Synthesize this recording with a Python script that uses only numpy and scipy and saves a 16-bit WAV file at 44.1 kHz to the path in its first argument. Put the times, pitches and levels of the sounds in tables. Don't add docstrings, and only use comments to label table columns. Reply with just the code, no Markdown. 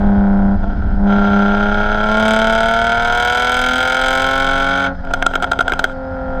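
import sys
import numpy as np
from scipy import signal
from scipy.io import wavfile
from scipy.ndimage import uniform_filter1d

SR = 44100
rng = np.random.default_rng(int(sys.argv[2]) if len(sys.argv) > 2 else 0)


def file_out(sig):
    cols = np.atleast_2d(sig).T
    lim = np.clip(cols, -1, 1)
    pcm = np.round(lim * 32767).astype(np.int16)
    wavfile.write(sys.argv[1], SR, pcm)


def gain_from_db(level_db):
    decades = np.asarray(level_db, float) / 20
    return 10 ** decades


N = 282240

# [t/s, firing rate f/Hz]
SPEED = [(0.0, 202.01), (0.4, 197.28), (0.6, 197.99), (0.8, 196.19), (1.2, 202.09), (1.4, 201.25),
         (1.6, 204.63), (2.0, 210.85), (2.2, 217.75), (2.6, 224.88), (3.0, 234.23), (3.2, 239.99),
         (3.6, 250.49), (4.4, 269.04), (4.8, 274.93), (5.0, 269.88), (5.4, 266.3), (6.4, 261.05)]
# [t/s, throttle 0-1]
THROTTLE = [(0, 0.49), (.54, 0.4), (.58, 0.18), (.96, 0.22), (1.04, 0.38), (1.09, 0.64), (1.14, 0.68),
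            (2.0, .76), (2.3, 0.99), (2.45, 0.95), (3.05, .9), (3.25, .98), (3.95, 1.02), (4.7, 0.91),
            (4.86, .88), (4.97, .05), (5.9, .3), (6.4, 0.44)]
OPENING = (0, .2, .33, .45, .7, 1, 1.1)
HUM_DB = (-8, -11.5, 2, 5, 6, -2, -6)
BOOM_DB = (-41, -37.5, -30, -27, -22, -16, -28)
LOPE_DB = (-40, -39.5, -34.5, -28, -34, -33.5, -27)
RING_DB = (-70, -35, -47, -37, -18, -16, -15.5)
RASP_DB = (-69, -58.5, -65, -55, -36.5, -23.5, -28)
SCATTER_DB = (7, 3.5, .6, .7, 1.6, .5, .5)
STEEPNESS = (.2, .2, .2, .2, .3, 1, 1)
LEAN = (.6, .6, .6, .6, .6, .03, .03)
LEAN_DRIFT = .04
# [start t/s, lit t/s, fading t/s, out t/s, share 0-1]
AFTERBURNS = [
    (0.601, 0.633, 0.57, 0.8, 0.75),
    (5.016, 5.079, 5.86, 5.92, 1),
]
# hum, boom, lope, ring, rasp [level/dB]
AFTERBURN_DB = (-1.5, -26, -37, -34.5, -49)
AFTERBURN_SCATTER_DB = 4.5
# [arrival/firings, boom level/dB, ring level/dB, shock level/dB]
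CYLINDERS = [(.95, 1.5, 0, 0), (2.2, -1.5, -5, -5), (3.05, -2.5, -1, -4), (4.25, .5, -7, -10),
             (5.1, -3.5, -7, -11), (6.15, 1, -12, -20)]
BANK_DB, BANK_LAG = -4.5, 0.029
# [arrival/firings, level/dB]
LOPE_BEATS = [(0, 0), (1.9, -3), (3.8, -5)]
# [multiple of the cycle rate, level/dB]
ORDERS_DB = [(2, -14.5), (3, -14), (4, -9), (5, -14), (9, -5.5)]
# [f/Hz, hum level/dB, boom level/dB]
BODY = [(200.2, -17, 2.4), (209.3, -29, 0), (219.5, -15.5, 1.5), (224.7, -24, 2.5), (241.7, -37, -2),
        (253.7, -23, -6.5), (272, -25.5, 1), (255, -33.5, -3)]
# [f/Hz, width/Hz, level/dB]
SHELL = [(90.3, 44, -1.5), (114.1, 18.6, 1.5), (184.1, 8.7, -1), (288, 21.7, -3)]
# [f/Hz, width/Hz, level/dB]
DRONE = [(526.4, 30, 0)]
DRONE_DB = -30.5
# [f/Hz, width/Hz, level/dB]
BOOM = [(273.6, 28.3, -4), (402.7, 24.6, 5), (522.5, 100, 1.5), (687.5, 45, 12), (830, 51, 5.5),
        (904, 79, 5), (1080, 170, 2.5), (1065, 69, 4.5)]
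RING = [(1376, 69.3, 7), (1497, 155.4, 1.5), (1645, 182, -6), (1954, 19, -13.5), (2237, 98, -7)]
RASP = [(3236, 184, 8), (3990, 670, -6.5), (4920, 240, -6.5), (6196, 180, -7), (6540, 320, -13.5),
        (8010, 770, -14), (11000, 860, -28.5), (12080, 390, -21.5), (14130, 1700, -34)]
# [f/Hz, width/Hz, level/dB]
LOPE = [(263.4, 66, -10.5), (513.5, 57.5, 3.5), (600, 150, 0.5), (719, 60, 4.5), (875, 130, 3),
        (942, 69, 2.5), (1390, 133, 5.5)]
# [t/s, peak level/dB, burn/ms]
BANGS = [(5.0502, -22, 1.1), (5.0717, -24, 2), (5.1118, -20, 2.6), (5.137, -5, 2.4), (5.1423, -12, 1.5),
         (5.2254, -3, 1.7), (5.2618, -12.5, 1.4), (5.2653, 1, 0.98), (5.3122, -18, 3.4),
         (5.3369, -11.5, 3.9), (5.3551, -3.5, 3.8), (5.4006, -19, 2), (5.4244, -8.5, 2.3), (5.433, -10, 2),
         (5.443, -6, 2), (5.5151, -10, 1.5), (5.5184, -3.5, 1.6), (5.533, -10, 1.3), (5.5903, -4.5, 2.8),
         (5.6064, -7.5, 1.5), (5.6087, -3, 3.1), (5.625, -16.5, 2), (5.6804, -5, 2.7), (5.695, -12.5, 5.7),
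         (5.7213, -6, 1.6), (5.7362, -7.5, 0.69), (5.7924, -5.5, 3.8), (5.8419, -0.5, 1.4),
         (5.85, -9.5, 2.6), (5.8965, -24.5, 1)]
# [f/Hz, width/Hz, level/dB]
BANG_BOOM = [(388, 210, -10.5), (720, 94, -2), (1080, 48, -15.5)]
# [f/Hz, width/Hz, level/dB]
BANG_RING = [(1397, 72, 6), (1566, 103, -5.5), (2120, 33, -18.5)]
# [middle t/s, length/s, level/dB]
GUSTS = [(.04, 0.3, -17.5), (.19, 0.085, -15), (.47, 0.44, -20.5), (.69, 0.37, -19), (.88, 0.31, -14.5),
         (1.01, .14, -17.5), (1.18, .1, -22), (1.31, .14, -23), (1.72, .4, -27.5), (2.84, 0.076, -25.5),
         (3.14, 0.14, -59), (4.9, 0.13, -34.5), (5.07, 0.4, -28), (5.55, 0.79, -30), (6.29, 0.67, -27)]
# [f/Hz, level/dB per Hz]
WIND = [(14, -59), (32, 12.5), (60, -18.5), (90, -8), (140, -30.5), (200, -15), (300, -33), (450, -38),
        (900, -100)]
CALM_DB, CALM_FALL_DB_PER_S = -26.5, -1.52
# [middle t/s, length/s, level/dB]
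JOLTS = [(.03, 0.2, -14), (.35, 0.36, -16), (.6, 0.36, -14.5), (.83, 0.18, -16), (.98, 0.33, -15),
         (1.2, .2, -18.5), (1.5, .5, -21), (1.84, 0.9, -18), (2.55, 0.7, -23.5), (3.07, 0.33, -22.5),
         (3.62, 0.25, -26), (4.07, .2, -23.5), (4.23, 0.14, -25), (4.52, 0.5, -20.5), (5.17, 0.64, -20),
         (5.8, 0.54, -25), (6.36, 0.22, -20.5)]
# [f/Hz, level/dB per Hz]
TYRES = [(88, -33), (150, -8), (208, 0), (468, -62), (687, -13), (1110, -24), (1430, -7), (2450, -48),
         (3270, -32), (5000, -37), (11900, -74), (13100, -63), (15000, -106)]
TYRES_DB = -43
# [f/Hz, width/Hz, level/dB]
HOUSING = [(670, 140, -4), (1443, 79, -3), (2165, 390, 0.8), (3400, 1100, -3), (5110, 92, -3)]
# [t/s, level/dB]
WHINE = [(0, -83), (1, -82), (1.35, -99.5), (6.4, -110)]


def evened(x):
    return x / np.sqrt(np.mean(x ** 2) + 1e-20)


def smoothed(x, size):
    return uniform_filter1d(uniform_filter1d(x, size), size)


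def steadied(x, size=6000):
    return x / np.sqrt(smoothed(x ** 2, size) + 1e-12)


def curves(rows):
    s, *columns = np.transpose(rows)
    return [np.interp(np.arange(N) / SR, s, column) for column in columns]


def swells(rows):
    t = np.arange(N) / SR
    power = sum(gain_from_db(2 * db) * np.cos(np.pi * np.clip((t - s) / length, -.5, .5)) ** 2
                for s, length, db in rows)
    return np.sqrt(power)


def clicks(at, gains):
    taps = np.floor(at)[:, None] + np.arange(-7, 9)
    offset = taps - at[:, None]
    shape = np.sinc(offset) * np.cos(offset * np.pi / 16) ** 2
    places = np.clip(taps, 0, N).astype(int)
    return np.bincount(places.ravel(), (shape * gains[:, None]).ravel(), N + 1)[:N]


def through(x, modes, top_hz=15000):
    out = 0
    for k, (hz, width, db) in enumerate(modes):
        peak = signal.iirpeak(min(hz, 20000), hz / width, SR)
        out = out + (-1) ** k * gain_from_db(db) * signal.lfilter(*peak, x)
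    return signal.sosfilt(signal.butter(4, top_hz, fs=SR, output="sos"), out)


def puffs(train, ms):
    return signal.lfilter([1], [1, -np.exp(-1000 / (ms * SR))], train) * rng.standard_normal(N)


def shaped_noise(points, patchy_db):
    hz = np.fft.rfftfreq(2048, 1 / SR)
    a, b, patches = rng.standard_normal((N // 512 + 5, 1025, 3)).T
    patches = evened(uniform_filter1d(uniform_filter1d(patches, 9, 0), 5, 1))
    point_hz, point_db = np.transpose(points)
    db = np.interp(np.log(hz + 1), np.log(point_hz + 1), point_db)
    spectrum = (a + 1j * b) * gain_from_db(db[:, None] + patchy_db * patches)
    return evened(signal.istft(spectrum, nperseg=2048, noverlap=1536)[1][:N])


def engine():
    speed_hz, throttle = curves(SPEED)[0], curves(THROTTLE)[0]
    t = np.arange(N) / SR
    burn = sum(np.interp(t, row[:4], (0, row[4], row[4], 0)) for row in AFTERBURNS)

    def at_opening(row, lit):
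        return (1 - burn) * np.interp(throttle, OPENING, row) + burn * lit

    layers = (HUM_DB, BOOM_DB, LOPE_DB, RING_DB, RASP_DB)
    flow_db, boom_db, lope_db, ring_db, rasp_db = [
        at_opening(row, lit) for row, lit in zip(layers, AFTERBURN_DB)]
    scatter_db = at_opening(SCATTER_DB, AFTERBURN_SCATTER_DB)
    steepness = np.maximum(np.interp(throttle, OPENING, STEEPNESS), .7 * burn ** 4)
    body_hz, body_hum_db, body_boom_db = np.transpose(BODY)
    hum_db = flow_db + np.interp(speed_hz, body_hz, body_hum_db)
    boom_db = boom_db + np.interp(speed_hz, body_hz, body_boom_db)

    firings = np.cumsum(speed_hz) / SR

    def when(firing):
        return np.interp(firing, firings, np.arange(N), left=N + 9, right=N + 9)

    cycles = np.arange(-1, firings[-1] // 6 + 1)[:, None]
    arrival, boom_row, ring_row, shock_row = np.tile(CYLINDERS, (len(cycles), 1)).T
    far = np.arange(len(arrival)) % 2
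    even = when(np.arange(len(far)) - 5 + BANK_LAG * far)
    at = when(np.repeat(6 * cycles, 6) + arrival)
    now = np.minimum(at, N - 1).astype(int)
    luck = np.clip(rng.standard_normal((len(at), 3)), -1.7, 1.7)
    ragged_db = scatter_db[now] * luck[:, 0]

    boom_clicks = clicks(even + 3.1 * ragged_db, gain_from_db(boom_row + BANK_DB * far + ragged_db))
    lean = np.interp(throttle, OPENING, LEAN)[now] + LEAN_DRIFT * evened(smoothed(luck[:, 2], 90))
    ring_at = even + lean * (at - even) + 1.2 * luck[:, 1]
    ring_clicks = clicks(ring_at, gain_from_db(ring_row + ragged_db))
    beat, beat_db = np.transpose(LOPE_BEATS)
    beats_at = when((6 * cycles + beat).ravel())
    lope_clicks = clicks(beats_at, gain_from_db(np.tile(beat_db, len(cycles)) + ragged_db[::2]))

    late = at + 0.8 * luck[:, 1]
    sharp_db = steepness[now] * shock_row
    fronts = clicks(late, gain_from_db(sharp_db + ragged_db + 1.1 * luck[:, 2]))
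    steep = clicks(late, gain_from_db(3.0 * sharp_db + 0.7 * luck[:, 2]))
    flutter = gain_from_db(1.1 * np.interp(np.arange(N), even, uniform_filter1d(ragged_db, 3)))

    out = hums(firings, flutter, hum_db, flow_db, steepness)
    out = out + gain_from_db(boom_db) * boom(boom_clicks) + gain_from_db(ring_db) * ring(ring_clicks)
    out = out + gain_from_db(lope_db) * steadied(through(lope_clicks, LOPE, 1670))
    return out - gain_from_db(rasp_db) * rasp(fronts, steep, steepness, rasp_db)


def hums(firings, flutter, hum_db, flow_db, steepness):
    hum = np.sin(2 * np.pi * firings) * flutter
    lows = sum(gain_from_db(db) * np.sin(2 * np.pi * (k * firings / 6 + rng.random())) for k, db in ORDERS_DB)
    drone = through(np.sin(4 * np.pi * firings) * flutter, DRONE)
    out = gain_from_db(hum_db) * hum + gain_from_db(-22.0 + 0.39 * flow_db) * through(lows, SHELL)
    return np.sqrt(2) * (out + gain_from_db(DRONE_DB + flow_db - 10.8 * steepness) * drone)


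def boom(pulses):
    pulses = evened(pulses) + 0.11 * evened(puffs(abs(pulses), 6.1))
    return steadied(through(pulses, BOOM, 1560))


def ring(pulses):
    pulses = evened(pulses) + 0.2 * evened(puffs(abs(pulses), 10))
    return steadied(through(pulses, RING[:3], 4000))


def rasp(fronts, steep, steepness, rasp_db):
    fronts = fronts + 0.34 * np.roll(fronts, 100)
    shock = steepness * evened(fronts) + .5 * evened(puffs(abs(fronts), 2.2))
    shock = shock + .07 * rng.standard_normal(N)
    sizzle = 0.15 * evened(steep) + evened(puffs(abs(steep), 3.0)) + .08 * rng.standard_normal(N)
    out = through(shock, RASP[:4], 6100) + gain_from_db(13.5) * through(shock, RING[3:], 4900)
    return steadied(out + gain_from_db(1.45 * (rasp_db + 24)) * through(sizzle, RASP[4:]))


def backfires():
    out, t = np.zeros(N + 4000), np.arange(4000) / SR
    for s, db, ms in BANGS:
        roadside = gain_from_db(-45.5 - 60 * t / 0.63)
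        burn = rng.standard_normal(4000) * (0.34 * np.exp(-1000 * t / ms) + roadside)
        blast = (t == 0) + burn
        parts = [(0, through(blast, BANG_RING, 2440)),
                 (-7.5 + .5 * db, through(blast, RASP)),
                 (-7, through(blast, BANG_BOOM, 1150))]
        bang = sum(gain_from_db(part_db) * x / abs(x).max() for part_db, x in parts)
        out[round(s * SR) - 25:][:4000] += gain_from_db(db + 2.0) * bang
    return out[:N]


def wind():
    calm = gain_from_db(CALM_DB + CALM_FALL_DB_PER_S * np.arange(N) / SR)
    lumps = gain_from_db(1.5 * evened(smoothed(rng.standard_normal(N), 900)))
    buffet = np.hypot(swells(GUSTS), calm) * steadied(shaped_noise(WIND, 1.5) * lumps, 3000)
    wander = evened(smoothed(rng.standard_normal(N), 6000))
    wobble_hz = 21.8 + 1.2 * wander
    wobble = np.sqrt(2) * np.sin(2 * np.pi * np.cumsum(wobble_hz) / SR)
    return buffet + swells(JOLTS) * wobble


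def road():
    roar = shaped_noise(TYRES, 2.0)
    return gain_from_db(TYRES_DB) * (1.28 * roar + 3.3 * through(roar, HOUSING))


def whine():
    t = np.arange(N) / SR
    throb = 1 + .9 * np.sin(2 * np.pi * 60 * t)
    return gain_from_db(curves(WHINE)[0]) * np.sin(2 * np.pi * 12900 * t) * throb


def scene():
    notch = signal.iirnotch(1165, 6.0, SR)
    exhaust = signal.lfilter(*notch, engine() + backfires())
    return (exhaust + wind() + road() + whine())[None]


def roll_off(x):
    return signal.sosfilt(signal.butter(12, 15570, fs=SR, output="sos"), x)


def record(dry):
    dry = signal.sosfilt(signal.butter(2, 16, "high", fs=SR, output="sos"), dry)
    heard = signal.sosfilt(signal.butter(2, 350, "high", fs=SR, output="sos"), dry[0])
    power_db = 10 * np.log10(abs(uniform_filter1d(heard ** 2, 200)) + 1e-12)
    fall = np.arange(N) * 150.0 / SR
    held_db = np.maximum.accumulate(power_db + fall) - fall
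    over_db = np.maximum(held_db + 13.0, 0)
    hiss = gain_from_db(-75.5) * through(rng.standard_normal(N), [(7500, 6000, 0)], 12000)
    ducked = (dry + hiss) / gain_from_db(0.34 * uniform_filter1d(over_db, 130, origin=60))
    size = abs(ducked)
    overloaded = np.sign(ducked) * (.7 + .23 * np.tanh((size - .7) / .23))
    return roll_off(np.where(size < .7, ducked, overloaded))


dry = scene()
out = record(dry)
file_out(out)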